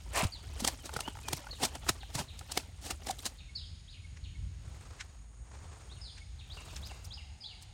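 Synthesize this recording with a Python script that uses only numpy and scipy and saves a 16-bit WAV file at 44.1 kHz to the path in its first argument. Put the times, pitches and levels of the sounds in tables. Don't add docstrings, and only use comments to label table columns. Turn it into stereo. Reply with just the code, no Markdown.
import sys
import numpy as np
from scipy import signal
from scipy.fft import rfft, irfft
from scipy.io import wavfile

SR = 44100
rng = np.random.default_rng(int(sys.argv[2]) if len(sys.argv) > 2 else 0)


def log_audio(samples):
    frames = np.atleast_2d(samples).T
    limited = np.clip(frames, -1, 1)
    pcm = np.round(limited * 32767).astype(np.int16)
    wavfile.write(sys.argv[1], SR, pcm)


N = 340893
TIME = np.arange(N) / SR
CUTOFF_HZ = 16300


def from_db(db):
    return 10 ** (np.asarray(db) / 20)


def unit_power(x):
    return x / np.sqrt(np.mean(x ** 2) + 1e-20)


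def at_hz(points, hz):
    freqs, values = np.transpose(points)
    return np.interp(np.log(hz + 1e-9), np.log(freqs), values)


def drift(per_s):
    targets = rng.standard_normal(int(N / SR * per_s) + 2)
    return unit_power(np.interp(TIME * per_s, np.arange(len(targets)), targets))


def swell(peak_s, hold_s, rise_s, fall_s):
    return np.exp(np.minimum(TIME - peak_s, 0) / rise_s - np.maximum(TIME - peak_s - hold_s, 0) / fall_s)


def add(track, start_s, sound):
    start = max(int(start_s * SR), 0)
    part = sound[:max(N - start, 0)]
    track[start:start + len(part)] += part


def placed(x, pan_db, lead_s=0):
    return np.array([x, np.interp(TIME - lead_s, TIME, x)]) * from_db([[pan_db / 2], [-pan_db / 2]])


def bandpass(x, edges_hz):
    return signal.sosfilt(signal.butter(2, edges_hz, "band", fs=SR, output="sos"), x)


def resonate(x, hz, sharpness):
    return signal.lfilter(*signal.iirpeak(hz, sharpness, fs=SR), x)


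def noise(colour, likeness, balance=None):
    hz = np.arange(N // 2 + 1) * SR / N
    mid, side = rfft(rng.standard_normal((2, N)))
    alike = np.clip(at_hz(likeness, hz), -1, 1)
    pair = np.sqrt(1 + alike) * mid + np.sqrt(1 - alike) * side * [[1], [-1]]
    if balance is not None:
        pair = pair * from_db(at_hz(balance, hz) * np.array([[.5], [-.5]]))
    bass_cut = hz ** 2 / (hz ** 2 + (colour[0][0] / 2) ** 2)
    return unit_power(irfft(pair * bass_cut * from_db(at_hz(colour, hz)), N))


def band_noise(hz, width_hz):
    return unit_power(bandpass(rng.standard_normal((2, N)), [hz - width_hz / 2, hz + width_hz / 2]))


# frequency_hz, relative_db
RUMBLE_COLOUR = [(22, -30), (35, -8.5), (54, 3.5), (85, -0.5), (300, -30), (600, -71)]
AIR_COLOUR = [(150, -3), (400, 4), (2000, -3), (5500, -11.5), (9500, -0.5), (10500, -62)]
# frequency_hz, likeness (0 to 1)
FAR_LIKENESS = [(100, 0.93), (640, 0)]
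# start_s, hold_s, level_db
SURGES = [(4.26, 0.37, -43), (6.686, 0.2, -46.5)]

def open_air(rumble_db=-47, fade_db_per_s=0.4, hush_db=-66.2):
    surges = sum(from_db(db) * swell(s, hold_s, 0.13, 0.13) for s, hold_s, db in SURGES)
    fading = from_db(rumble_db - fade_db_per_s * TIME)
    level = np.hypot(fading, surges) * from_db(1.5 * drift(14))
    rumble = level * noise(RUMBLE_COLOUR, FAR_LIKENESS) * from_db([[1], [-1]])
    hush = from_db(hush_db + drift(7)) * noise(AIR_COLOUR, FAR_LIKENESS)
    return rumble + hush


# peak_s, pitch_hz, level_db
INSECT_SWELLS = [(4.1, 9460, -73), (6.15, 8910, -64.5)]

def insects(steady_hz=6710, steady_db=-68.5, width_hz=370):
    out = from_db(steady_db + drift(1.7)) * band_noise(steady_hz, width_hz)
    for s, hz, db in INSECT_SWELLS:
        out += from_db(db) * swell(s, 0, rise_s=0.84, fall_s=0.12) * band_noise(hz, width_hz)
    return out


def far_chatter(level_db=-64, lull_s=5.46, lull_edge_s=0.3):
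    lull = 1 - np.exp(-((TIME - lull_s) / lull_edge_s) ** 2)
    return from_db(level_db) * lull * band_noise(3550, width_hz=3880)


# frequency_hz, relative_db
CRISP_COLOUR = [(900, -5), (2200, -10), (4000, 2), (9000, 0.5), (10500, -6), (15500, -14.5)]
# frequency_hz, likeness (0 to 1)
NEAR_LIKENESS = [(650, 0.93), (1400, 0.07)]

def blade_ticks(per_band_per_s=380, fade_s=.0016, spread_db=3.5):
    rush, out = noise(CRISP_COLOUR, NEAR_LIKENESS), 0
    edges_hz = np.geomspace(1200, CUTOFF_HZ, 7)
    for band in zip(edges_hz, edges_hz[1:]):
        starts = rng.random(N) < per_band_per_s / SR
        sizes = from_db(spread_db * np.minimum(rng.exponential(1, N), 2))
        fades = signal.lfilter([1], [1, -np.exp(-1 / (fade_s * SR))], starts * sizes + 1e-18)
        out = out + fades * bandpass(rush, band)
    return unit_power(out)


# frequency_hz, relative_db
SMACK_COLOUR = [(170, 2.5), (450, -7.5), (750, -4), (1200, -9), (4000, -10.5)]
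# frequency_hz, left_minus_right_db
NEAR_BALANCE = [(700, 3), (1300, 6.5), (2400, -5.5), (4400, 6.5), (8100, -1), (13000, -2.5)]

def squelch(swing_db=6):
    rush, pockets = noise(SMACK_COLOUR, NEAR_LIKENESS, NEAR_BALANCE), 0
    for k, hz in enumerate(np.geomspace(250, 3200, 14)):
        opening = from_db(swing_db * np.tanh(drift(110)))
        pockets = pockets + (-1) ** k * resonate(rush, hz, sharpness=6) * opening
    return unit_power(pockets)


def grass_rustle(blades, wriggle_db=-54, rouse_s=1.94, tire_s=0.65, shake_db=-47, settle_s=0.058):
    hardest_db, last_slap_s = max(row[1] for row in SLAPS), SLAPS[-1][0]
    free = swell(0, last_slap_s, rouse_s, settle_s)
    power = (from_db(wriggle_db) * free * swell(1.4, 0, rouse_s, tire_s)) ** 2
    for s, db, _, _ in SLAPS:
        shake = from_db(shake_db + 0.48 * (db - hardest_db))
        power += (shake * swell(s, 0, 0.073, settle_s)) ** 2
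    stems = unit_power(squelch() * from_db(10 * np.tanh(drift(90) / 2)))
    return np.sqrt(power) * (from_db(-2.5) * blades + from_db(-1) * stems)


LEAF_PITCHES = [590, 1130, 2000, 2670]

def swish(blades, start_s=0.16, hold_s=0.052, level_db=-32, octaves_per_s=2.5):
    rush = rng.standard_normal(N)
    leaves = sum((-1) ** k * resonate(rush, hz, sharpness=4) / np.sqrt(hz)
                 for k, hz in enumerate(LEAF_PITCHES))
    speed = 2 ** (octaves_per_s * np.clip(TIME - start_s - hold_s / 2, -hold_s, hold_s))
    rising = unit_power(np.interp(np.cumsum(speed) / SR, TIME, leaves, period=N / SR))
    pull = from_db(level_db) * swell(start_s, hold_s, rise_s=0.014, fall_s=0.027)
    return pull * (placed(rising, pan_db=3.5) + from_db(-5) * blades)


def crackle(colour, grain_db, grains_per_s):
    rush = noise(colour, NEAR_LIKENESS, NEAR_BALANCE)
    return unit_power(rush * from_db(grain_db * drift(grains_per_s)))


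# peak_s, relative_db, fade_s, extra_smack_db
SLAPS = [(0.178, -36, 0.021, -6), (0.240, -37, 0.0072, 2.5), (0.605, -37.5, 0.0073, -3),
         (0.649, -27, 0.0031, 0), (0.671, -38, .002, 5), (0.677, -22, 0.0022, -6.5),
         (.684, -28, 0.0031, 1.5), (.86, -45.5, 0.013, -2), (.940, -40, 0.003, -0.5),
         (0.968, -38, 0.0032, 2), (1.007, -32, 0.0022, -2), (1.084, -50, 0.0045, 15.5),
         (1.286, -36, 0.0032, 4), (1.3325, -26.5, 0.0027, -1.5), (1.636, -32.5, 0.015, 2.5),
         (1.653, -28, 0.0055, -2), (1.755, -45, 0.0052, 5), (1.893, -24, 0.0047, -1),
         (2.154, -36, 0.0073, -3), (2.192, -39.5, 0.02, 3), (2.393, -43, 0.0025, -22),
         (2.5203, -35.5, 0.0041, -12.5), (2.576, -24, 0.0024, 0), (2.863, -44.5, 0.029, -1.5),
         (2.909, -35, 0.0066, 1.5), (3.071, -39.5, 0.0044, 1), (3.09, -39, 0.0057, 2),
         (3.109, -35, 0.0044, -1), (3.256, -32.5, 0.0013, -12), (3.264, -33, 0.0074, -5)]

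def slaps(lead_s=.05, rise_share=0.82, tail_db=-22, tail_s=0.026, crisp_db=4.5, smack_db=1.5):
    crisp_power, smack_power = np.zeros((2, N))
    t = TIME[:SR // 3] - lead_s
    from_peak = np.where(t < 0, -t / rise_share, t)
    for s, db, fade_s, extra_smack_db in SLAPS:
        tail = from_db(tail_db) * np.exp(-from_peak / tail_s)
        power = np.exp(-from_peak / fade_s) ** 2 + tail ** 2
        add(crisp_power, s - lead_s, power * from_db(db) ** 2)
        add(smack_power, s - lead_s, power * from_db(db + extra_smack_db) ** 2)
    sway = from_db(drift(22.1) * np.array([[1], [-1]]))
    crisp = np.sqrt(crisp_power) * sway * crackle(CRISP_COLOUR, grain_db=-1, grains_per_s=410)
    smack = np.sqrt(smack_power) * squelch()
    return from_db(crisp_db) * crisp + from_db(smack_db) * smack


# start_s, level_db, pitch_hz
THUMPS = [(.231, -25, 179), (0.251, -20, 95), (0.622, -30.5, 238), (.964, -41, 520), (0.966, -34, 133),
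          (1.306, -43, 410), (1.334, -33, 150), (1.628, -28.5, 770), (1.631, -35, 167), (1.899, -30.5, 117),
          (2.155, -29, 136), (2.2, -32.5, 166), (3.096, -26.5, 803)]

def thumps(rise_s=0.00061, fade_s=0.0085, pitch_drop=0.098):
    out, t = np.zeros(N), TIME[:SR // 5]
    fade = np.exp(-t / fade_s)
    shape = (1 - np.exp(-t / rise_s)) ** 2 * fade
    for s, db, hz in THUMPS:
        pitch_hz = hz * (1 - pitch_drop * (1 - fade))
        add(out, s, from_db(db) * shape / shape.max() * np.sin(2 * np.pi * np.cumsum(pitch_hz) / SR))
    return placed(out, pan_db=3)


def whistle(shape, pitch_ratio=1, waver=.011, flutter_db=3.5, wobbles_per_s=200):
    times, pitches, levels = np.transpose(shape)
    t = TIME[:int(times[-1] * SR)]
    bend, flutter = (np.interp(t * wobbles_per_s, np.arange(wobbles_per_s), targets)
                     for targets in rng.standard_normal((2, wobbles_per_s)))
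    hz = np.interp(t, times, pitches) * pitch_ratio * (1 + waver * bend)
    db = np.interp(t, times, levels) + flutter_db * np.minimum(flutter, 1)
    tone = np.sqrt(2) * np.sin(2 * np.pi * np.cumsum(hz) / SR)
    return from_db(db) * signal.windows.tukey(len(t), .1) * tone


def song(shape, calls):
    out = np.zeros(N)
    for s, pitch_ratio, db in calls:
        add(out, s, from_db(db) * whistle(shape, pitch_ratio))
    return out


def tree_echo(x, early_db=8, early_s=0.018, tail_s=0.77, dull_hz=3600):
    t = TIME[:SR]
    early, late = rng.standard_normal((2, 2, SR))
    late = signal.sosfilt(signal.butter(2, dull_hz, fs=SR, output="sos"), late)
    echo = from_db(early_db) * np.exp(-t / early_s) * early + 2 * from_db(-60 * t / tail_s) * late
    return signal.fftconvolve(x[None], unit_power(echo) / np.sqrt(SR), axes=1)[:, :N]


def perch(x, echo_db, pan_db=8.5, lead_s=-0.00032):
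    return (placed(x, pan_db, lead_s) + from_db(echo_db) * tree_echo(x)) / np.hypot(1, from_db(echo_db))


# time_s, pitch_hz, relative_db
TEW_NOTE = [(0, 3980, -13), (.007, 4785, 0), (.02, 4410, -3.5), (.07, 2790, -14.5)]
# start_s, pitch_ratio, level_db
TEW_CALLS = [(0.319, 1, -39.5), (1.506, .94, -42), (3.549, 0.97, -39)]

def tew_bird():
    return perch(song(TEW_NOTE, TEW_CALLS), echo_db=-4, pan_db=2.5, lead_s=0.00047)


# start_s, length_s, start_hz, end_hz, level_db
SLIDES = [(0.785, 0.051, 3320, 2870, -60), (1.03, 0.055, 2770, 3090, -48.5),
          (1.225, 0.095, 2565, 2300, -53)]
PIP_TIMES = [3.482, 4.035, 4.342, 6.204]

def slides_and_pips(pip_hz=2200, pip_s=0.031, pip_db=-61):
    out = np.zeros(N)
    for s, length_s, start_hz, end_hz, db in SLIDES:
        middle = (length_s / 2, (start_hz + end_hz) / 2, db)
        add(out, s, whistle([(0, start_hz, db - 11), middle, (length_s, end_hz, db - 9)]))
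    pip = [(0, pip_hz, pip_db - 13), (pip_s / 2, pip_hz, pip_db), (pip_s, pip_hz, pip_db - 10)]
    for s in PIP_TIMES:
        add(out, s, whistle(pip))
    return out + from_db(-7) * tree_echo(out)


# start_s, level_db
POPS = [(0.892, -36), (.963, -30), (.990, -34), (1.077, -34.5), (1.152, -42), (1.17, -41), (1.188, -40),
        (1.468, -37), (1.865, -39.5), (2.031, -39.5), (2.211, -36.5), (2.41, -40), (7.172, -48.5)]

def pops(low_hz=842, upper_ratio=1.545, burst_s=0.0015):
    out, t = np.zeros(N), TIME[:SR // 20]
    loudest_db = max(db for _, db in POPS)
    for s, db in POPS:
        burst = rng.standard_normal(len(t)) * t * np.exp(-t / burst_s)
        upper_db = db + 2 + 0.72 * (db - loudest_db)
        for hz, ring_db in ((low_hz, db), (low_hz * upper_ratio, upper_db)):
            ring = resonate(burst, hz * np.exp(.06 * rng.standard_normal()), sharpness=8)
            add(out, s, from_db(ring_db) * ring / np.abs(ring).max())
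    return placed(out, pan_db=5)


# peak_s, level_db
FLICKS = [(1.372, -41.5), (3.192, -45), (6.657, -56), (6.709, -54), (6.765, -46), (6.872, -47), (7.05, -46),
          (7.624, -46)]

def flicks(blades, fade_s=0.01):
    return sum(from_db(db) * swell(s, 0, fade_s / 2, fade_s) for s, db in FLICKS) * blades


# peak_s, level_db, fade_s, pitch_hz
SNAPS = [(1.893, -24, 0.0048, 1930), (4.173, -49.5, 0.005, 1780), (5.01, -36.5, 0.0081, 1910),
         (6.183, -48.5, 0.0089, 1880), (6.768, -45, 0.0079, 2030), (6.915, -46.5, 0.0062, 644)]

def snaps(half_width_octaves=0.41, upper_ratio=2.82, upper_db=-3):
    out, fibres = 0, noise(CRISP_COLOUR, NEAR_LIKENESS, NEAR_BALANCE)
    for s, db, fade_s, low_hz in SNAPS:
        for hz, ring_db in ((low_hz, db), (low_hz * upper_ratio, db + upper_db)):
            stem = unit_power(bandpass(fibres, hz * 2 ** (half_width_octaves * np.array([-1, 1]))))
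            out = out + from_db(ring_db) * swell(s, 0, fade_s, fade_s) * stem
    return out


# time_s, pitch_hz, relative_db
CHIP_NOTE = [(0, 4400, 2), (.03, 2217, -7)]
CHIP_TIMES = [1.999, 2.277, 2.487, 3.378, 3.916, 4.232, 6.384, 6.676]

def chip_bird(level_db=-51):
    return tree_echo(song(CHIP_NOTE, [(s, 1, level_db) for s in CHIP_TIMES]))


# time_s, pitch_hz, relative_db
SEEU_NOTE = [(0, 4800, -1), (.008, 5410, 2), (.04, 4496, -2), (.105, 3040, -15)]
# start_s, pitch_ratio, level_db
SEEU_CALLS = [(3.552, 0.97, -45.5), (6.008, 0.96, -45), (7.402, 0.94, -45)]

def seeu_bird():
    return perch(song(SEEU_NOTE, SEEU_CALLS), echo_db=8)


# time_s, pitch_hz, relative_db
TU_NOTE = [(0, 3510, -23), (.012, 2817, -1), (.024, 2390, -17.5), (.045, 2030, -15.5)]
# start_s, top_pitch_hz, level_db
WIT_TU_CALLS = [(3.876, 5000, -50), (5.895, 4490, -51.5), (6.498, 4850, -43), (6.822, 5270, -44),
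                (7.105, 5300, -43.5), (7.436, 4610, -44.5)]

def wit_tu_bird(start_hz=3100, wit_s=.04, swell_db=8.5, tu_after_s=.066):
    out = np.zeros(N)
    for s, top_hz, db in WIT_TU_CALLS:
        middle = (wit_s / 2, start_hz + 0.44 * (top_hz - start_hz), db - swell_db / 2)
        add(out, s, whistle([(0, start_hz, db - swell_db), middle, (wit_s, top_hz, db)]))
        add(out, s + tu_after_s, from_db(db - 0.5) * whistle(TU_NOTE))
    return perch(out, echo_db=1)


# frequency_hz, relative_db
RUB_COLOUR = [(200, -5), (1200, -5), (3500, -15), (8500, -15), (11500, -50)]
# start_s, hold_s, rub_db, blade_db
STROKES = [(4.68, 0.3, -59, -67), (5.536, 0.35, -57, -70.5), (6.576, 0.34, -55, -60.5)]

def hand(blades):
    skin, out = crackle(RUB_COLOUR, grain_db=3, grains_per_s=110), 0
    for s, hold_s, rub_db, blade_db in STROKES:
        stroke = swell(s, hold_s, rise_s=0.097, fall_s=0.17)
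        out = out + stroke * (from_db(rub_db) * skin + from_db(blade_db) * blades)
    return out


def far_drone(end_db=-65, rise_db_per_s=6):
    return from_db(end_db + rise_db_per_s * (TIME - TIME[-1])) * band_noise(800, width_hz=180)


def scene():
    blades = blade_ticks()
    fish = slaps() + thumps() + pops() + swish(blades) + grass_rustle(blades)
    bank = flicks(blades) + hand(blades) + snaps()
    birds = tew_bird() + seeu_bird() + wit_tu_bird() + chip_bird() + slides_and_pips()
    background = open_air() + insects() + far_drone() + far_chatter()
    return fish + bank + birds + background


def record(dry):
    return signal.sosfilt(signal.ellip(10, .1, 80, CUTOFF_HZ, fs=SR, output="sos"), dry)


dry = scene()
out = record(dry)
log_audio(out)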